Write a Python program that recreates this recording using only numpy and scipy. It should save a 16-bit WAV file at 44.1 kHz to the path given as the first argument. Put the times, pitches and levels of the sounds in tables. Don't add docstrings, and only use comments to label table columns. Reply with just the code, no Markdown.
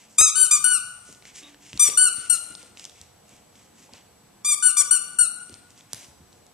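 import sys
import numpy as np
from scipy import signal
from scipy.io import wavfile
from scipy.ndimage import uniform_filter1d

SR = 44100
rng = np.random.default_rng(int(sys.argv[2]) if len(sys.argv) > 2 else 0)


def wrap_up_sound(samples):
    columns = np.atleast_2d(samples).T
    tamed = np.clip(columns, -1, 1)
    steps = np.round(tamed * 32767).astype(np.int16)
    wavfile.write(sys.argv[1], SR, steps)


def field_ratio(decibels):
    return 10 ** (np.asarray(decibels, dtype=float) / 20)


N = 287973
TIME = np.arange(N) / SR
SIDES = np.array([[.5], [-.5]])
CUTOFF_HZ = 15000

# (frequency [Hz], level per Hz [dB])
VENT_SPECTRUM = [(20, -20.5), (50, -13.5), (110, -4), (250, -5.5), (450, -9.5), (900, -11), (1600, -18),
                 (4000, -19.5), (7000, -21), (9000, -21.5), (14800, -26.5)]
# (frequency [Hz], likeness [-1 to 1])
VENT_LIKENESS = [(60, 1), (180, 1), (540, -0.2), (1600, 1), (4790, 0.034), (14300, -0.25)]
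# (frequency [Hz], left minus right [dB])
VENT_BALANCE = [(60, -7.5), (180, 0), (540, -1), (1600, 2.5), (4790, 0), (14300, 2.5)]
# (frequency [Hz], rms level [dB])
LAMP_TONES = [(204.6, -75), (479.1, -74.5), (721.4, -73.5), (839.8, -76), (6228, -84.5), (7854, -76),
              (7881, -68.5), (7913, -84), (11779, -89)]
# (frequency [Hz], time [s])
HALL_FADE = [(200, 1.6), (1200, 1), (1500, 0.94), (3000, 0.76), (7000, 0.79), (10000, 0.59), (14000, .35)]
# (frequency [Hz], level [dB])
HALL_TONE = [(200, -3), (1150, 0), (1500, -7.5), (3000, -5), (5000, -6.5), (7000, -15.5), (10000, -6.5),
             (14000, -9.5)]
# (delay [s], level [dB])
NEAR_ECHOES = [(.0021, -32), (.0067, -30), (0.0122, -13.5)]
# (start [s], hold [s], dull level [dB], bright level [dB])
SHUFFLES = [(0, 0.037, -61, -57.5), (0.11, .06, -70, -58.5), (1.07, 0.061, -62, -52),
            (1.26, .03, -54.5, -54), (1.364, 0.021, -53, -47), (1.397, 0.095, -55.5, -58),
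            (1.633, 0.17, -57, -53), (1.857, .02, -42, -58), (2.171, .1, -56, -50.5),
            (2.328, .02, -54, -37), (2.42, .1, -60.5, -57), (2.595, 0.05, -58, -57),
            (2.789, 0.054, -55.5, -50), (2.96, 0.065, -61, -59), (3.29, 0.076, -62.5, -59.5),
            (3.555, 0.094, -66.5, -62.5), (3.778, 0.069, -62.5, -57.5), (3.939, 0.017, -54.5, -57),
            (5.52, 0.03, -60, -63), (5.705, 0.01, -66, -62), (5.775, .025, -62.5, -58.5),
            (5.938, 0.083, -54.5, -51), (6.33, .015, -76.5, -63)]
# (time [s], peak level [dB], ring [Hz], left minus right [dB])
CLAW_TICKS = [(1.1263, -39, 7150, 11), (1.1483, -41, 5540, 0), (1.2236, -40, 2257, 4),
              (1.2533, -35, 2420, -0.5), (1.3606, -33.5, 6060, -2.5), (1.5449, -39.5, 1785, -0.5),
              (1.7308, -25.5, 2940, 1), (1.7750, -25.5, 5000, -2), (1.9, -23, 5000, -2),
              (2.5235, -40, 6000, -1), (2.5511, -29.5, 4730, -2), (2.6288, -40, 6500, -4),
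              (2.7724, -32, 3465, 0), (2.796, -29, 5040, -1), (2.8418, -31, 5070, -1),
              (2.852, -27, 6340, 2), (2.8958, -37, 4330, -4), (3.014, -32.5, 6770, 0),
              (3.2929, -45, 7350, -5.5), (3.3652, -45, 7800, 1), (3.5549, -44, 3180, 3),
              (3.9354, -34.5, 4910, .5), (5.4948, -36.5, 6000, -2), (5.5274, -42, 6000, 2),
              (5.5412, -31, 5500, -2.5), (5.7052, -42.5, 6000, 0), (5.7773, -42, 6000, 1),
              (5.8082, -40.5, 3520, 2), (6.3284, -47, 3950, 2.5), (6.4657, -44, 6910, -2.5)]
# (time [s], peak level [dB], ring [Hz])
PAW_THUDS = [(1.086, -47, 269), (1.733, -36.5, 96), (1.749, -39, 80), (1.884, -37.5, 450),
             (2.177, -42, 123), (2.498, -46, 112.8), (2.628, -49, 542), (2.999, -48, 83.4),
             (3.329, -48, 81), (3.887, -50.5, 766), (3.92, -47.5, 100), (3.937, -47, 1400),
             (5.493, -45.5, 285), (5.517, -43.5, 103), (5.934, -42, 121), (6.08, -47.5, 75),
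             (6.2, -47.5, 90.7)]
# (time [s], peak level [dB], ring [Hz], left minus right [dB])
TEETH_SNAPS = [
    (5.9318, -14, 6270, -2),
    (5.9454, -27, 6800, 2),
]
# (start [s], length [s], pitch [Hz], level [dB])
GRUNT = (1.435, .25, 289, -49)
# (multiple of the pitch, level [dB])
GRUNT_OVERTONES = [(1, -4), (2, -19), (3, -20), (4, -13), (9, -17), (12, -11), (13, -4)]
# (frequency [Hz], level [dB])
BARREL_OUT = [(2400, -1.5), (3600, -3.5), (4800, 1), (6000, -9), (7200, 2), (8400, 4.5), (9600, 1.5),
              (10800, -19.5), (12000, -14), (14000, -33)]
# (frequency [Hz], level [dB])
BARREL_IN = [(2900, -1.5), (4400, -7), (5000, -3.5), (6000, -7), (7200, -2.5), (8800, 7), (10300, -6),
             (11800, -19), (13200, -31), (14500, -40.5)]
# (start [s], end [s], treble at onset [dB], at mid stroke [dB], as pressure fails [dB])
STROKES = [(0.182, 0.303, -16.5, -26, -18), (.353, 0.473, -27.5, -15.5, -20), (.509, .584, -22, -23, -26.5),
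           (.64, 0.785, -15, -23.5, -17), (1.794, 1.891, -17, -19.5, -15.5),
           (1.972, 2.092, -18, -23.5, -14), (2.296, 2.367, -16, -17.5, -18),
           (4.446, 4.549, -31.5, -26.5, -12), (4.623, 4.718, -27, -17.5, -16),
           (4.767, 4.826, -21.5, -17, -12), (4.908, 4.979, -16.5, -20, -15.5),
           (5.185, 5.272, -19, -20, -24.5)]
# (first [Hz], top [Hz], when the top comes [share], last [Hz], steepness of fall [power])
PITCH_ARCHES = [(1187, 1298, 0.44, 1100, 2.0), (1464, 1509, 0.28, 1240, 6.0), (1169, 1216, 0.23, 1085, 2.5),
                (1438, 1480, 0.17, 1215, 4.3), (1180, 1198, 0.2, 1071, 2.8), (1425, 1490, 0.29, 1298, 3.8),
                (1420, 1440, 0.16, 1265, 2.5), (1164, 1197, 0.36, 1085, 3.2), (1447, 1481, 0.21, 1280, 3.3),
                (1160, 1184, 0.11, 1030, 3.1), (1440, 1480, 0.34, 1325, 2.7), (1441, 1453, 0.16, 1245, 2.3)]
# (fundamental [dB], overtones 2-4 [dB],
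# overtones 5-6 [dB], even overtones [dB], left lead in the treble [dB])
GRIPS = [(-13, -7.5, 6.5, -3, 12), (-17.5, -10.5, -3, -5.5, 15.5), (-12, -8.5, 6.5, -1.5, 7),
         (-12.5, -15, -11.5, -1, 12.5), (-22.5, -13.5, 3, -6, 15.5), (-11.5, -7.5, -6, -5, 6),
         (-20.5, -12.5, -9, -7, 22), (-17.5, -9.5, 1.5, -3.5, 8), (-13, -13, -4.5, -5, 13),
         (-21, -17, -0.5, -3.5, 18), (-16.5, -13, -8, -4, 11), (-13, -11.5, -6.5, -5, 10.5)]
# (time [s], spread [s], extra hiss [dB])
FINGER_SLIPS = [
    (1.868, .012, 10),
    (2.34, .013, 17),
    (4.53, .01, 9),
    (4.8, .011, 18),
]
# (time [s], spread [s], level [dB])
CRACKLES = [
    (0.2108, 0.001, -12.5),
    (0.2138, 0.00015, -7),
]


def rms_one(x):
    return x / np.sqrt(np.mean(x ** 2) + 1e-20)


def at_hz(points, hz):
    points = np.array(points)
    return np.interp(np.log(hz), np.log(points[:, 0]), points[:, 1])


def band(x, low_hz, high_hz):
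    edges = [low_hz, min(high_hz, .45 * SR)]
    return signal.sosfilt(signal.butter(2, edges, "band", fs=SR, output="sos"), x)


def drift(rate_hz, size=N):
    r = np.exp(-2 * np.pi * rate_hz / SR)
    settle = 9000
    noise = rng.standard_normal(size + settle)
    return rms_one(signal.lfilter([1], [1, -2 * r, r * r], noise)[settle:])


def bands():
    edges = 25 * 2 ** np.arange(0, 9.6, .5)
    centres = np.sqrt(edges[:-1] * edges[1:])
    return enumerate(zip(edges, edges[1:], centres))


def lamps():
    return sum(field_ratio(db + 3) * np.sin(2 * np.pi * hz * TIME + hz / 3000 * drift(14)) for hz, db in LAMP_TONES)


def vents(patchy_db):
    out, white = 0, rng.standard_normal((2, 2, N))
    for k, (low, high, hz) in bands():
        mid, side = band(white[k % 2], low, high)
        alike = np.clip(at_hz(VENT_LIKENESS, hz), -.9, .98)
        gusts_db = patchy_db * drift(2) * (hz < 900)
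        gain = field_ratio(at_hz(VENT_SPECTRUM, hz) + SIDES * at_hz(VENT_BALANCE, hz) + gusts_db)
        out = out + gain * (np.sqrt(1 + alike) * mid + np.sqrt(1 - alike) * side * [[1], [-1]])
    return field_ratio(-57) * rms_one(out)


def hall(x, onset_s, alike, lead_db):
    t, tail = np.arange(round(1.3 * SR)) / SR, 0
    white = rng.standard_normal((2, 3, len(t)))
    shared, separate = white[:, :1], white[:, 1:]
    white = alike * shared + np.sqrt(1 - min(alike, .99) ** 2) * separate
    for k, (low, high, hz) in bands():
        fade_s = at_hz(HALL_FADE, hz)
        level_db = at_hz(HALL_TONE, hz) + SIDES * lead_db * (hz > 7000) - 60 * t / fade_s
        tail = tail + band(white[k % 2], low, high) * field_ratio(level_db) / np.sqrt(fade_s * SR / 14)
    tail = tail * np.clip(t / onset_s - .3, 0, 1)
    return signal.fftconvolve(x.mean(axis=0)[None], tail, axes=1)[:, :N]


def rustle():
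    swell_db_per_s, fade_db_per_s = 404.5, 178
    start, hold, *levels_db = np.transpose(SHUFFLES)[:, :, None]
    t = TIME[::64]
    before, after = np.maximum(start - t, 0), np.maximum(t - start - hold, 0)
    shape_db = -swell_db_per_s * before - fade_db_per_s * after
    dull_db, bright_db = [np.interp(TIME, t, np.max(db + shape_db, axis=0)) for db in levels_db]
    grain_db = 2.4 * rng.exponential(1, (3, N)) + 1.2 * drift(40)
    grains = rng.standard_normal((3, N)) * field_ratio(grain_db)
    grains = grains[0] + 0.2 * grains[1:]
    dull = rms_one(band(grains, 1800, 3500)) * field_ratio(dull_db)
    bright = rms_one(band(grains, 5200, 8600)) * field_ratio(bright_db)
    return dull - bright


def ring(clicks, hz, t60):
    r, w = field_ratio(-60 / (t60 * SR)), 2 * np.pi * hz / SR
    return signal.lfilter([0, np.sin(w)], [1, -2 * r * np.cos(w), r * r], clicks)


def taps(events, contact_s, cycles, crack_db, low_hz, high_hz):
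    out = np.zeros((2, N + SR))
    t = np.arange(round(40 * contact_s * SR)) / SR / contact_s
    noises = rng.standard_normal((len(events), len(t)))
    chances = rng.random((len(events), 2))
    for (s, db, hz, *pan), noise, (bounce, delay) in zip(events, noises, chances):
        touch = .15 * noise * np.exp(-t / 5.0) * (t > 2)
        touch[np.searchsorted(t, [2, 4 + 3 * delay])] += [1, -.8 * bounce]
        crack = band(band(touch, low_hz, high_hz), hz / 2.5, hz * 1.8)
        tap = ring(touch, hz, cycles / hz)
        tap = tap / np.abs(tap).max() + field_ratio(crack_db) * crack / np.abs(crack).max()
        at = round(s * SR)
        out[:, at:at + len(t)] += field_ratio(db + 2.0 + SIDES * sum(pan)) * tap
    return out[:, :N]


def claws():
    return taps(CLAW_TICKS, contact_s=.0002, cycles=8, crack_db=0, low_hz=1800, high_hz=9000)


def paws():
    thuds = taps(PAW_THUDS, contact_s=.002, cycles=6, crack_db=-3, low_hz=90, high_hz=600)
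    return band(band(thuds, 60, 3000), 45, 6000)


def teeth():
    return taps(TEETH_SNAPS, contact_s=.0003, cycles=5, crack_db=0, low_hz=2500, high_hz=10500)


def grunt():
    attack_s, release_s, sag_db_per_s = .02, .03, 28
    catch_s, catch_width_s = 1.58, .015
    start, length, hz, db = GRUNT
    phase = 2 * np.pi * np.cumsum(hz * (1 + .004 * drift(40))) / SR
    closing = np.clip((TIME - 1.48) / 0.047, 0, 1)
    tone = 0
    for k, level_db in GRUNT_OVERTONES:
        change_db = (4 * drift(60) - 25 * closing) * (k > 1)
        tone = tone + field_ratio(level_db + change_db) * np.sin(k * phase)
    rise = np.clip((TIME - start) / attack_s + 1, 0, 1)
    fall = np.clip((start + length - TIME) / release_s + 1, 0, 1)
    catch = 1 - .9 * np.exp(-((TIME - catch_s) / catch_width_s) ** 2)
    return tone * rise * fall * catch * field_ratio(db - sag_db_per_s * np.clip(TIME - start, 0, 1))


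def squeak(stroke, arch, grip, wobble):
    scoop, scoop_s, choke_s = .06, .0015, .002
    hiss_db, flutter_db = -30, 2.1
    low_follows, mid_follows = .3, .28
    start, end, *effort_db = stroke
    first_hz, top_hz, crest, last_hz, steep = arch
    first_db, low_db, mid_db, even_db, lead_db = grip
    t = np.arange(start, end + choke_s, 1 / SR)
    age, u = t - start, (t - start) / (end - start)

    hz = top_hz - (top_hz - first_hz) * np.clip(1 - u / crest, 0, 1) ** 2
    sag = np.clip((u - crest) / (1 - crest), 0, 2) ** steep
    hz = (hz - (top_hz - last_hz) * sag) * (1 - scoop * np.exp(-age / scoop_s))
    phase = 2 * np.pi * np.cumsum(hz * (1 + wobble * drift(120, size=len(t)))) / SR
    mean_db = np.mean(effort_db)
    swing_db = np.interp(u, [0, .5, 1], effort_db) - mean_db
    fade = np.clip(age / .0032, 0, 1) * np.clip((t[-1] - t) / .003, 0, 1)

    rasp_db = 9 * np.exp(-age / .004) + 12 * np.clip(3 * sag, 0, 1)
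    rasp_db = rasp_db + sum(db * np.exp(-((t - s) / spread) ** 2) for s, spread, db in FINGER_SLIPS)
    puffs = signal.lfilter([.3], [1, -.7], field_ratio(hiss_db + rasp_db) * rng.standard_normal(len(t)))
    barrel = BARREL_IN if top_hz > 1350 else BARREL_OUT

    out = np.zeros((2, len(t)))
    for k in range(1, 13):
        f = k * hz
        upper, treble = np.clip((f - 4900) / 700, 0, 1), np.clip((f - 7700) / 400, 0, 1)
        if k == 1:
            colour_db = first_db
        else:
            grip_db = (upper * mid_db + even_db * (k % 2 == 0)) * (1 - treble)
            colour_db = at_hz(barrel, f) + (1 - upper) * low_db + grip_db
        colour_db = colour_db + flutter_db * drift(39, size=len(t))
        colour_db = colour_db - (13 + 0.5 * k) * sag - 80 * (f > CUTOFF_HZ)
        follows = low_follows + upper * (mid_follows - low_follows) + treble * (1 - mid_follows)
        shade = np.clip((f - 6600) / 2200, 0, 1.6)
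        side_db = (SIDES - 0.5743) * lead_db * shade
        gain = field_ratio(mean_db + follows * swing_db + colour_db + 4.5 + side_db)
        lag = rng.uniform(0, 3.2) - SIDES * .3 * (k > 1)
        out += gain * np.sin(k * phase + lag) * (1 + np.roll(puffs, 97 * k))
    return out * fade


def toy():
    out = np.zeros((2, N))
    for stroke, arch, grip in zip(STROKES, PITCH_ARCHES, GRIPS):
        sound = squeak(stroke, arch, grip, wobble=.001)
        start = round(stroke[0] * SR)
        out[:, start:start + sound.shape[1]] += sound
    return out + sum(field_ratio(db) * np.roll(out, round(s * SR), axis=1) for s, db in NEAR_ECHOES)


def scene():
    background = vents(patchy_db=2.5) + lamps()
    puppy = claws() + teeth() + paws()
    squeaks = toy()
    boom = field_ratio(-3.0) * band(squeaks, 1140, 1240)
    wet = hall(squeaks + boom + field_ratio(-0.5) * puppy, onset_s=0.023, alike=0.64, lead_db=10.5)
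    return background + rustle() + grunt() + puppy + wet + squeaks


def starved(x, margin_db, treble_margin_db):
    f, _, z = signal.stft(x, SR, nperseg=1024)
    f = f[:512, None]
    power = uniform_filter1d(np.abs(z[:, :512]) ** 2, size=3, axis=2) + 1e-16
    narrow = np.repeat(power.reshape(2, 64, 8, -1).mean(axis=2), 8, axis=1)
    nearby = uniform_filter1d(power, size=60, axis=1)
    masker = field_ratio(-2 * margin_db) * nearby * np.clip(f / 3500, 0, 1) ** 4.9
    masker = masker + field_ratio(-2 * treble_margin_db) * power.mean(axis=1, keepdims=True) * (f > 9800)
    keep = np.where(f > 1550, np.clip(10 * np.log10(narrow / masker), .02, 1), 1)
    return signal.istft(z * np.pad(keep, [(0, 0), (0, 1), (0, 0)]), SR)[1][:, :N]


def band_limit(x):
    return signal.sosfilt(signal.butter(12, 14930, fs=SR, output="sos"), x)


def record(dry):
    crackle = sum(field_ratio(db) * np.exp(-.5 * ((TIME - s) / spread) ** 2) for s, spread, db in CRACKLES)
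    crackle = crackle * (rng.standard_normal(N) + .27) * [[1], [.08]]
    x = np.clip(dry + crackle, -.93, .93)
    x = np.stack([np.roll(x[0], 1), x[1]])
    x = signal.sosfilt(signal.cheby2(16, 60, CUTOFF_HZ, fs=SR, output="sos"), x)
    x = starved(x, margin_db=13.5, treble_margin_db=24)
    return band_limit(x)


dry = scene()
out = record(dry)
wrap_up_sound(out)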